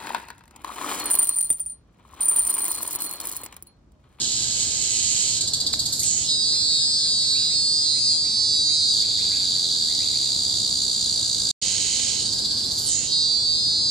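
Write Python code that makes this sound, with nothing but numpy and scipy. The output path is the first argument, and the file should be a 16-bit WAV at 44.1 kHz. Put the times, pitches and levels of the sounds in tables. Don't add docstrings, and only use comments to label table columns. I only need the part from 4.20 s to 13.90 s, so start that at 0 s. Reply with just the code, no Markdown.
import sys
import numpy as np
from scipy import signal
from scipy.fft import rfft, irfft, next_fast_len
from scipy.io import wavfile
from scipy.ndimage import uniform_filter1d, map_coordinates

SR = 44100
rng = np.random.default_rng(int(sys.argv[2]) if len(sys.argv) > 2 else 0)


def nominal_scale(level):
    x = np.asarray(level, float) / 20
    return 10 ** x


def to_wav(s):
    ch = np.atleast_2d(s).T
    pcm = np.round(np.clip(ch, -1, 1) * 32767)
    wavfile.write(sys.argv[1], SR, pcm.astype(np.int16))


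N = 427769
T = np.arange(N) / SR
SIZE = next_fast_len(N + SR // 2)
CUT_S, RESUME_S = 7.3135, 7.415
RETURN_DB = 1

# whine_onset_s, level_db, upper_resonance_dulling_db, upper_flare_lift_db
PASSES = [
    (1.828, 0.35, 0.16, 8.5),
    (8.66, 0, -3, 4),
]


def evened(x, span=None):
    power = x ** 2 if x.ndim == 1 else (x ** 2).mean(0)
    if span:
        width = int(span * SR)
        mean = uniform_filter1d(uniform_filter1d(power, width), width)
    else:
        mean = power.mean()
    return x / np.sqrt(abs(mean) + 1e-20)


def read(points, hz, **ends):
    f, value = np.transpose(points)
    return np.interp(np.log(hz + 1), np.log(f + 1), value, **ends)


def colour(points):
    hz = abs(np.fft.fftfreq(4096, 1 / SR))
    log_gain = np.log(nominal_scale(read(points, hz, left=-80, right=-80)))
    impulse = np.fft.ifft(np.exp(np.conj(signal.hilbert(log_gain)))).real
    return rfft(impulse[:2048], SIZE)


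def bump(s, half_s):
    return np.exp(-((T - s) / half_s) ** 2 / 2)


def noise(points, patchy_db):
    # hz, left_right_likeness (0-1)
    likeness = [(30, 0.72), (90, 0.98), (300, 0.83), (700, 0.56), (1500, 0.89), (3000, 1), (6000, 0.28),
                (12000, 0.7)]
    frames, hz = N // 256 + 5, np.fft.rfftfreq(1024, 1 / SR)
    a, b, c, d, patches = rng.standard_normal((frames, 513, 5), dtype=np.float32).T
    patches = uniform_filter1d(patches, size=8, axis=0)
    patches = evened(uniform_filter1d(patches, size=12, axis=1))
    same = np.clip(read(likeness, hz), -1, 1)[:, None]
    left = a + 1j * b
    right = same * left + np.sqrt(1 - same ** 2) * (c + 1j * d)
    level_db = read(points, hz, left=-89, right=-88.5)[:, None] + patchy_db * patches
    z = np.array([left, right]) * nominal_scale(level_db)
    return evened(signal.istft(z, nperseg=1024, noverlap=768)[1][:, :N])


def forest(t60, shared):
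    count = SR // 50
    taps = np.zeros((3, 20 * count + 40))
    at = 20 * np.arange(1, count + 1) + rng.integers(0, 20, (3, count))
    sign = rng.choice([-1., 1.], at.shape)
    np.put_along_axis(taps, at, sign * nominal_scale(-60 * at / SR / t60), 1)
    shared = np.clip(shared, 0, 1)
    ears = shared * taps[2] + np.sqrt(1 - shared ** 2) * taps[:2]
    return rfft(ears, SIZE) / np.linalg.norm(taps[0])


def clicks(s, db, jitter_s, scatter_db):
    shake = rng.standard_normal((600, 2))[:len(s)]
    place = (s + jitter_s * shake[:, 0]) * SR
    index = np.floor(place).astype(int)[:, None] + np.arange(-7, 9)
    u = index - place[:, None]
    shape = np.sinc(u) * np.cos(np.pi * u / 16) ** 2
    level = nominal_scale(db + scatter_db * shake[:, 1:])
    return index.clip(0, N - 1).ravel(), (shape * level).ravel()


def summed(parts):
    return rfft(np.bincount(*map(np.concatenate, zip(*parts)), minlength=N), SIZE)


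def town_rumble():
    # hz, level_db_per_hz
    spectrum = [(12, -45), (20, -25.5), (80, 1.5), (106, -1.5), (156, -4.5), (235, -3.5), (576, -13),
                (958, -17.5), (1380, -25), (1590, -23.5), (1800, -27.5), (2600, -27), (3380, -54),
                (5720, -120)]
    level_db = -41.5 + RETURN_DB * (T > CUT_S)
    return nominal_scale(level_db) * noise(spectrum, 0.72) * nominal_scale(np.array([[.4], [-.4]]))


def town_hum():
    wander = 3 * evened(uniform_filter1d(rng.standard_normal(N), size=8000))
    return np.sqrt(2) * nominal_scale(-50) * np.sin(2 * np.pi * 112 * T + wander)


def low_insect():
    # time_s, peak_db, half_length_s
    swell_times = [(.3, -57, 0.89), (2.75, -56.5, 0.5), (5.147, -57.5, 0.42), (7.0, -72, 0.39),
                   (7.801, -58, 0.56), (9.7, -65, 0.27)]
    band = noise([(1450, -35), (1540, -6.0), (1640, -2.0), (1750, -34.5)], 2.2)
    return sum(nominal_scale(db) * bump(s, half) for s, db, half in swell_times) * band


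def chorus():
    # hz, level_db_per_hz
    spectrum = [(2700, -23.5), (3350, -10.5), (4070, 3.5), (4680, 4.5), (5500, -4.5), (6260, -12),
                (7570, -3.5), (8470, -14), (9300, -12.5), (10300, -28), (12300, -30.5), (13200, -58)]
    # from_s, to_s
    hush_times = [
        (2.15, 4.6),
        (8.95, 9.9),
    ]
    hushed = sum(1. * (T > start) * (T < end) for start, end in hush_times)
    hushed = uniform_filter1d(hushed, size=SR // 4)
    level_db = -30.5 + RETURN_DB * (T > CUT_S) - 4 * hushed
    return nominal_scale(level_db) * noise(spectrum, 1.8) * nominal_scale(np.array([[-1.5], [1.5]]))


def bird():
    # start_hz, end_hz
    rises = [
        (1831, 2820),
        (1753, 2275),
        (2210, 2950),
    ]
    # time_s, peak_db
    whistles = [
        [(1.8248, -38.5), (2.3396, -40.5), (2.5122, -42), (2.6858, -45), (2.8574, -42.5), (3.03, -42), (3.3124, -38.5), (3.7609, -37.5), (3.8901, -43), (4.0547, -39), (4.4987, -40), (4.8279, -38.5), (4.9945, -37), (5.1233, -34.5), (5.8087, -36.5), (5.9434, -39.5), (6.0394, -44.5)],
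        [(3.6232, -50), (4.3405, -48), (5.3652, -47), (5.693, -41)],
        [(3.1582, -33)],
    ]
    out, u = np.zeros(N), np.linspace(0, 1, 2000)
    for (start_hz, end_hz), times in zip(rises, whistles):
        hz = start_hz + (end_hz - start_hz) * u ** .8
        tone = np.sin(np.pi * u) ** 0.18 * np.sin(2 * np.pi * np.cumsum(hz) / SR)
        for s, db in times:
            at = int((s - .012) * SR)
            out[at:at + len(u)] += nominal_scale(db) * tone
    echoed = rfft(out, SIZE) * (1 + nominal_scale(1.5) * forest(0.86, 1.0))
    return nominal_scale(-8.0) * irfft(echoed, SIZE)[:, :N]


def tap():
    # time_s, peak_db
    tap_time = [
        (1.538, -22),
    ]
    (s, db), = tap_time
    shell = colour([(300, -12), (700, 3), (1800, 2), (2700, -1), (3300, -24)])
    ring = irfft(summed([clicks(np.array([s]), 0, 0, 0)]) * shell, SIZE)[:N]
    return nominal_scale(db) * ring / abs(ring).max()


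def beats(rows):
    s, rate = np.transpose(rows)
    t = np.arange(s[0], s[-1], 1 / SR)
    turns = np.cumsum(np.interp(t, s, rate)) / SR
    at = np.interp(np.arange(int(turns[-1]) + 1), turns, t)
    return at, 1 / np.interp(at, s, rate)


def beat(s, drum, db, jitter_us, scatter_db, spread=1, drift_us=0):
    # after_ms, level_db
    ribs = [
        [(0, 0), (.55, -5), (1.38, -8.5), (1.85, -13)],
        [(0, 0.5), (.81, -5.5), (1.3, -9), (2.02, -7.5)],
    ]
    s = s + jitter_us / 1e6 * rng.standard_normal(600)[:len(s)]
    drift = uniform_filter1d(uniform_filter1d(rng.standard_normal((4, 600)), size=26), size=26)
    rib_clicks = []
    for (after_ms, rib_db), slow in zip(ribs[drum], drift):
        late_s = spread * after_ms / 1e3 + drift_us / 935000.0 * evened(slow)[:len(s)]
        rib_clicks.append(clicks(s + late_s, db + rib_db, jitter_us / 988000.0, scatter_db))
    return rib_clicks


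def whine_beats():
    # time_s, beats_per_s
    whine_rates = [
        [(1.83, 161.6)] + [(2.06, 160.1), (2.08, 160.5), (2.36, 158.6), (2.84, 156.9), (4.39, 150.3), (4.72, 148.3)],
        [(8.66, 161.2)] + [(8.9, 159.8), (8.91, 160.2), (9.308, 157.8), (9.7, 156.7)],
    ]
    # time_s, beats_per_s
    neighbour = [
        (8.0, 153),
        (8.68, 150.5),
    ]
    whine, slack = [], []
    for rows, end in zip(whine_rates, (4.76, np.inf)):
        s, cycle = beats(rows)
        jitter_us = 2.4 + 45 * np.clip(1 - (end - s) / .16, 0, 1) ** 2
        tight = np.clip((s - s[0] - .19) / 0.084, 1e-3, 1 - 1e-3)[:, None]
        for drum, late in enumerate((0, .503)):
            at = s + late * cycle
            whine += beat(at, drum, 20 * np.log10(tight), jitter_us, .22, drift_us=36)
            slack += beat(at, drum, 20 * np.log10(1 - tight), 16, 2.5, drift_us=132)
    whine += beat(beats(neighbour)[0], 0, -0.5, 2.9, 0.68, drift_us=51)
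    return whine, slack


def rattle_beats():
    # time_s, groups_per_s
    group_rates = [
        [(4.72, 110), (5.02, 104), (5.4, 87.4), (5.9, 70.7), (6.47, 64.7), (7.32, 56)],
    ]
    # after_start_s, level_db
    group = [
        (0, -11),
        (.0032, -10.5),
        (.0064, -18),
    ]
    rattle = []
    for rows in group_rates:
        s = beats(rows)[0]
        for k, (after, db) in enumerate(group):
            rattle += beat(s + after, k % 2, db + 8.0, 109, 0.87, spread=0.46, drift_us=120.3)
    return rattle


def burst_beats():
    # time_s, peak_db
    bursts = [(1.209, -11), (1.275, -17), (1.3342, -9), (1.402, -15), (1.465, -9), (1.5288, -2.5),
              (1.5916, 0), (1.656, -3.5), (1.724, -8), (1.7938, -14), (8.0546, -15), (8.124, -15.5),
              (8.18, -14), (8.2461, -12), (8.308, -15), (8.3723, -15.5), (8.4357, -18), (8.5083, -15),
              (8.5767, -17), (8.6404, -23)]
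    after = np.arange(5) / 325
    swell_db = 18.0 - 350 * abs(after - .005)
    out = []
    for s, db in bursts:
        out += beat(s + after, 1, (db + swell_db)[:, None], 156, 0.89, spread=0.783)
    return out


def buzz_beats():
    # from_s, to_s
    spans = [
        (0, 1.19),
        (7.4, 8.03),
    ]
    buzz = []
    for start, end in spans:
        buzz += beat(np.arange(start, end, 1 / 330), 0, 0, 293.0, 2.7)
    return buzz


def drums():
    whine, slack = whine_beats()
    return summed(whine), summed(rattle_beats() + burst_beats()), summed(slack + buzz_beats())


def posture():
    # after_whine_onset_s, effort_db, abdomen_slackness (0-1)
    phrase = [(-1.75, -27.5, 0.65), (-1.41, -29.5, 0.85), (-1.19, -27.5, 0.96), (-0.81, -28, 0.98),
              (-0.48, -26, 0.41), (-0.35, -24, 0), (-0.13, -28, 0.28), (0.07, -32, .75), (.13, -34, 0.97),
              (0.1962, -34, 1), (0.26, -21, 0.1), (0, -18.5, 0.02), (3, -17, 0.1), (3, -20, 0),
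              (4.5, -23, 0.29), (5.5, -24.5, .45)]
    # time_s, change_db, half_length_s
    swells = [(.41, 4, 0.026), (0.57, -3, 0.16), (2.183, -2.5, 0.02), (2.572, 1.5, .06), (3.297, -1, 0.036),
              (3.925, 3, 0.043), (4.057, -2.5, 0.099), (4.35, 0.5, 0.037), (4.612, 0.5, 0.089),
              (7.45, -0.5, 0.11), (8.604, 2.5, 0.068), (9.008, 1, 0.088)]
    # tight_db, slack_db, bend (exponent), added_in_rattle_db
    stances = [
        (-10.5, 7.5, 1.08, 0.2),
        (-51.5, -7.5, 0.63, -6),
        (-37.5, -23.5, 0.38, 5.5),
        (-3.5, -7, 2.6, 0.8),
    ]
    onset, level_db, dull_db, lift_db = np.transpose(PASSES)[:, (T > CUT_S).astype(int)]
    s, effort_db, slack = np.transpose(phrase)
    since = T - onset
    slack = np.interp(since, s, np.clip(slack, 1e-3, 1.2))
    rattling = np.clip((since - 2.75) / .15, 0, 1)
    rattling = rattling + (since > -0.55) * (since < 0)
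    rise_s, fall_s = .17, .035
    flare = np.exp(-np.where(since < 0, -since / rise_s, (since / fall_s) ** 2 / 2))
    body_db = np.interp(since, s, effort_db) + level_db
    body_db = body_db + sum(db * bump(at, half) for at, db, half in swells)
    upper_db, lowest_db, top_db, pan_db = (tight + (loose - tight) * slack ** bend + extra * rattling
                                           for tight, loose, bend, extra in stances)
    return body_db, upper_db + dull_db + lift_db * flare, lowest_db, top_db + 19 * flare, pan_db


def glide(drive):
    from_hz, to_hz, fall_s = 9200, 6900, 0.03
    width_hz, db = 2000, -26.5
    out, t = np.zeros(N), np.arange(SR // 3) / SR
    hz = to_hz + (from_hz - to_hz) * np.exp(-t / fall_s)
    turn = np.exp(2j * np.pi * np.cumsum(hz) / SR)
    pole = np.exp(-np.pi * width_hz / SR)
    for onset, level_db, *_ in PASSES:
        at = int((onset - .006) * SR)
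        still = drive[at:at + len(t)] / turn
        rung = (turn * signal.lfilter([1], np.poly(3 * [pole]), still)).real
        envelope = np.minimum(t / 0.011, 1) * np.exp(-(t / .17) ** 2)
        out[at:at + len(t)] = nominal_scale(db + level_db) * evened(rung) * envelope
    return rfft(out, SIZE)


def at_ears(left, right):
    # hz, phase_radians
    housing = [(5000, 0), (6200, -.5), (7000, -1.3), (7800, -2.4), (9000, -3)]
    # time_s, left_ear_lead_us
    lead = [(0, 67), (1.5, 58.5), (3.2, 45.5), (5, -8.5), (9.7, 7.5)]
    turn = np.exp(1j * read(housing, np.fft.rfftfreq(SIZE, 1 / SR)))
    right = irfft(rfft(right, SIZE) * turn, SIZE)[:N]
    lead_us = np.interp(T, *np.transpose(lead))
    return np.array([left, map_coordinates(right, [(T - lead_us / 1110000.0) * SR], order=2)])


def singer():
    # hz, level_db_per_hz
    body = [
        [(1710, -63.5), (2900, -38), (3300, -25), (3860, -3.5), (4580, 2.5), (4890, 2.5), (5240, -9), (5480, -49), (5700, -52), (7410, -51), (12500, -120)],
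        [(1710, -71), (2900, -34), (3530, -7), (3760, -1), (4080, -2.5), (4550, 2.5), (4820, 2.5), (5400, -19.5), (5700, -32), (7410, -64), (12500, -120)],
        [(1820, -58.5), (3100, -9), (3710, -3), (4210, 2), (5040, -2.5), (5700, -7.5), (7410, -38), (12500, -120)],
    ]
    upper = [
        [(3290, -45), (5600, -11.5), (6270, -4.5), (6790, -3.5), (7640, 0), (9070, -8.5), (9600, -17), (10200, -32), (13300, -73), (22000, -120)],
        [(3290, -42), (5600, -9), (7400, 2.5), (7860, -3), (8120, -6.5), (9270, -7), (9680, -30.5), (10200, -21), (13300, -60), (22000, -120)],
        [(3290, -36), (5600, -15.5), (6400, 1.5), (6980, 1.5), (8260, -3), (8970, -17.5), (10200, -21), (13300, -51), (22000, -120)],
    ]
    lowest = ([(2500, -32), (2850, 1), (3200, 8), (3600, -37)],) + 2 * ([(1750, -19), (1950, -10.5),
              (2500, -5.5), (2900, -5.5), (3200, 2.5), (3600, -11)],)
    top = ([(9500, -26), (10000, -4), (11000, -22), (12200, -17.5), (13200, -26),
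           (14000, -43)],) + 2 * ([(9500, -26), (10000, 2.0), (10500, -5.0), (11600, 0), (12400, -5.0),
           (13200, -22), (14000, -51)],)
    body_db, upper_db, lowest_db, top_db, pan_db = posture()
    drives, echoes, out = drums(), forest(.26, .52), 0
    # spectra, level_db, echo_db, sidedness (share of the balance)
    resonances = ((body, 0, .4, 1.1), (upper, upper_db, -.7, .85),
                  (lowest, lowest_db, 1.5, .4), (top, top_db, 1.2, .15))
    for shapes, db, wet_db, sided in resonances:
        rung = sum(drive * colour(points) for drive, points in zip(drives, shapes))
        heard = evened(irfft(rung * (1 + nominal_scale(wet_db) * echoes), SIZE)[:, :N], span=0.069)
        side_db = sided * np.array([pan_db, -pan_db]) / 2
        out = out + nominal_scale(body_db + db + side_db) * heard
    sweep = irfft(glide(irfft(sum(drives), SIZE)) * (1 + echoes), SIZE)[:, :N]
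    left, right = out + nominal_scale([[-3.5], [3.5]]) * sweep
    return at_ears(left, right)


def scene():
    background = town_rumble() + town_hum() + low_insect() + chorus()
    return background + bird() + tap() + singer()


def top_cut(x):
    return signal.sosfilt(signal.butter(12, 13980, fs=SR, output="sos"), x)


def record(dry):
    span = int(0.29 * SR)
    power = uniform_filter1d(uniform_filter1d((dry ** 2).mean(0), span), span)
    loud_db = 10 * np.log10(power + 1e-12)
    dry = dry / nominal_scale(.45 * (loud_db + 24))
    remnant = nominal_scale(-49) * (T < CUT_S + .016)
    fade_in = np.clip((T - RESUME_S) / 0.0092, 0, 1)
    running = np.where(T < CUT_S, 1, np.maximum(remnant, fade_in))
    dry = signal.sosfilt(signal.butter(2, 42, "high", fs=SR, output="sos"), dry)
    return top_cut(dry * running)


dry = scene()
out = record(dry)
to_wav(out)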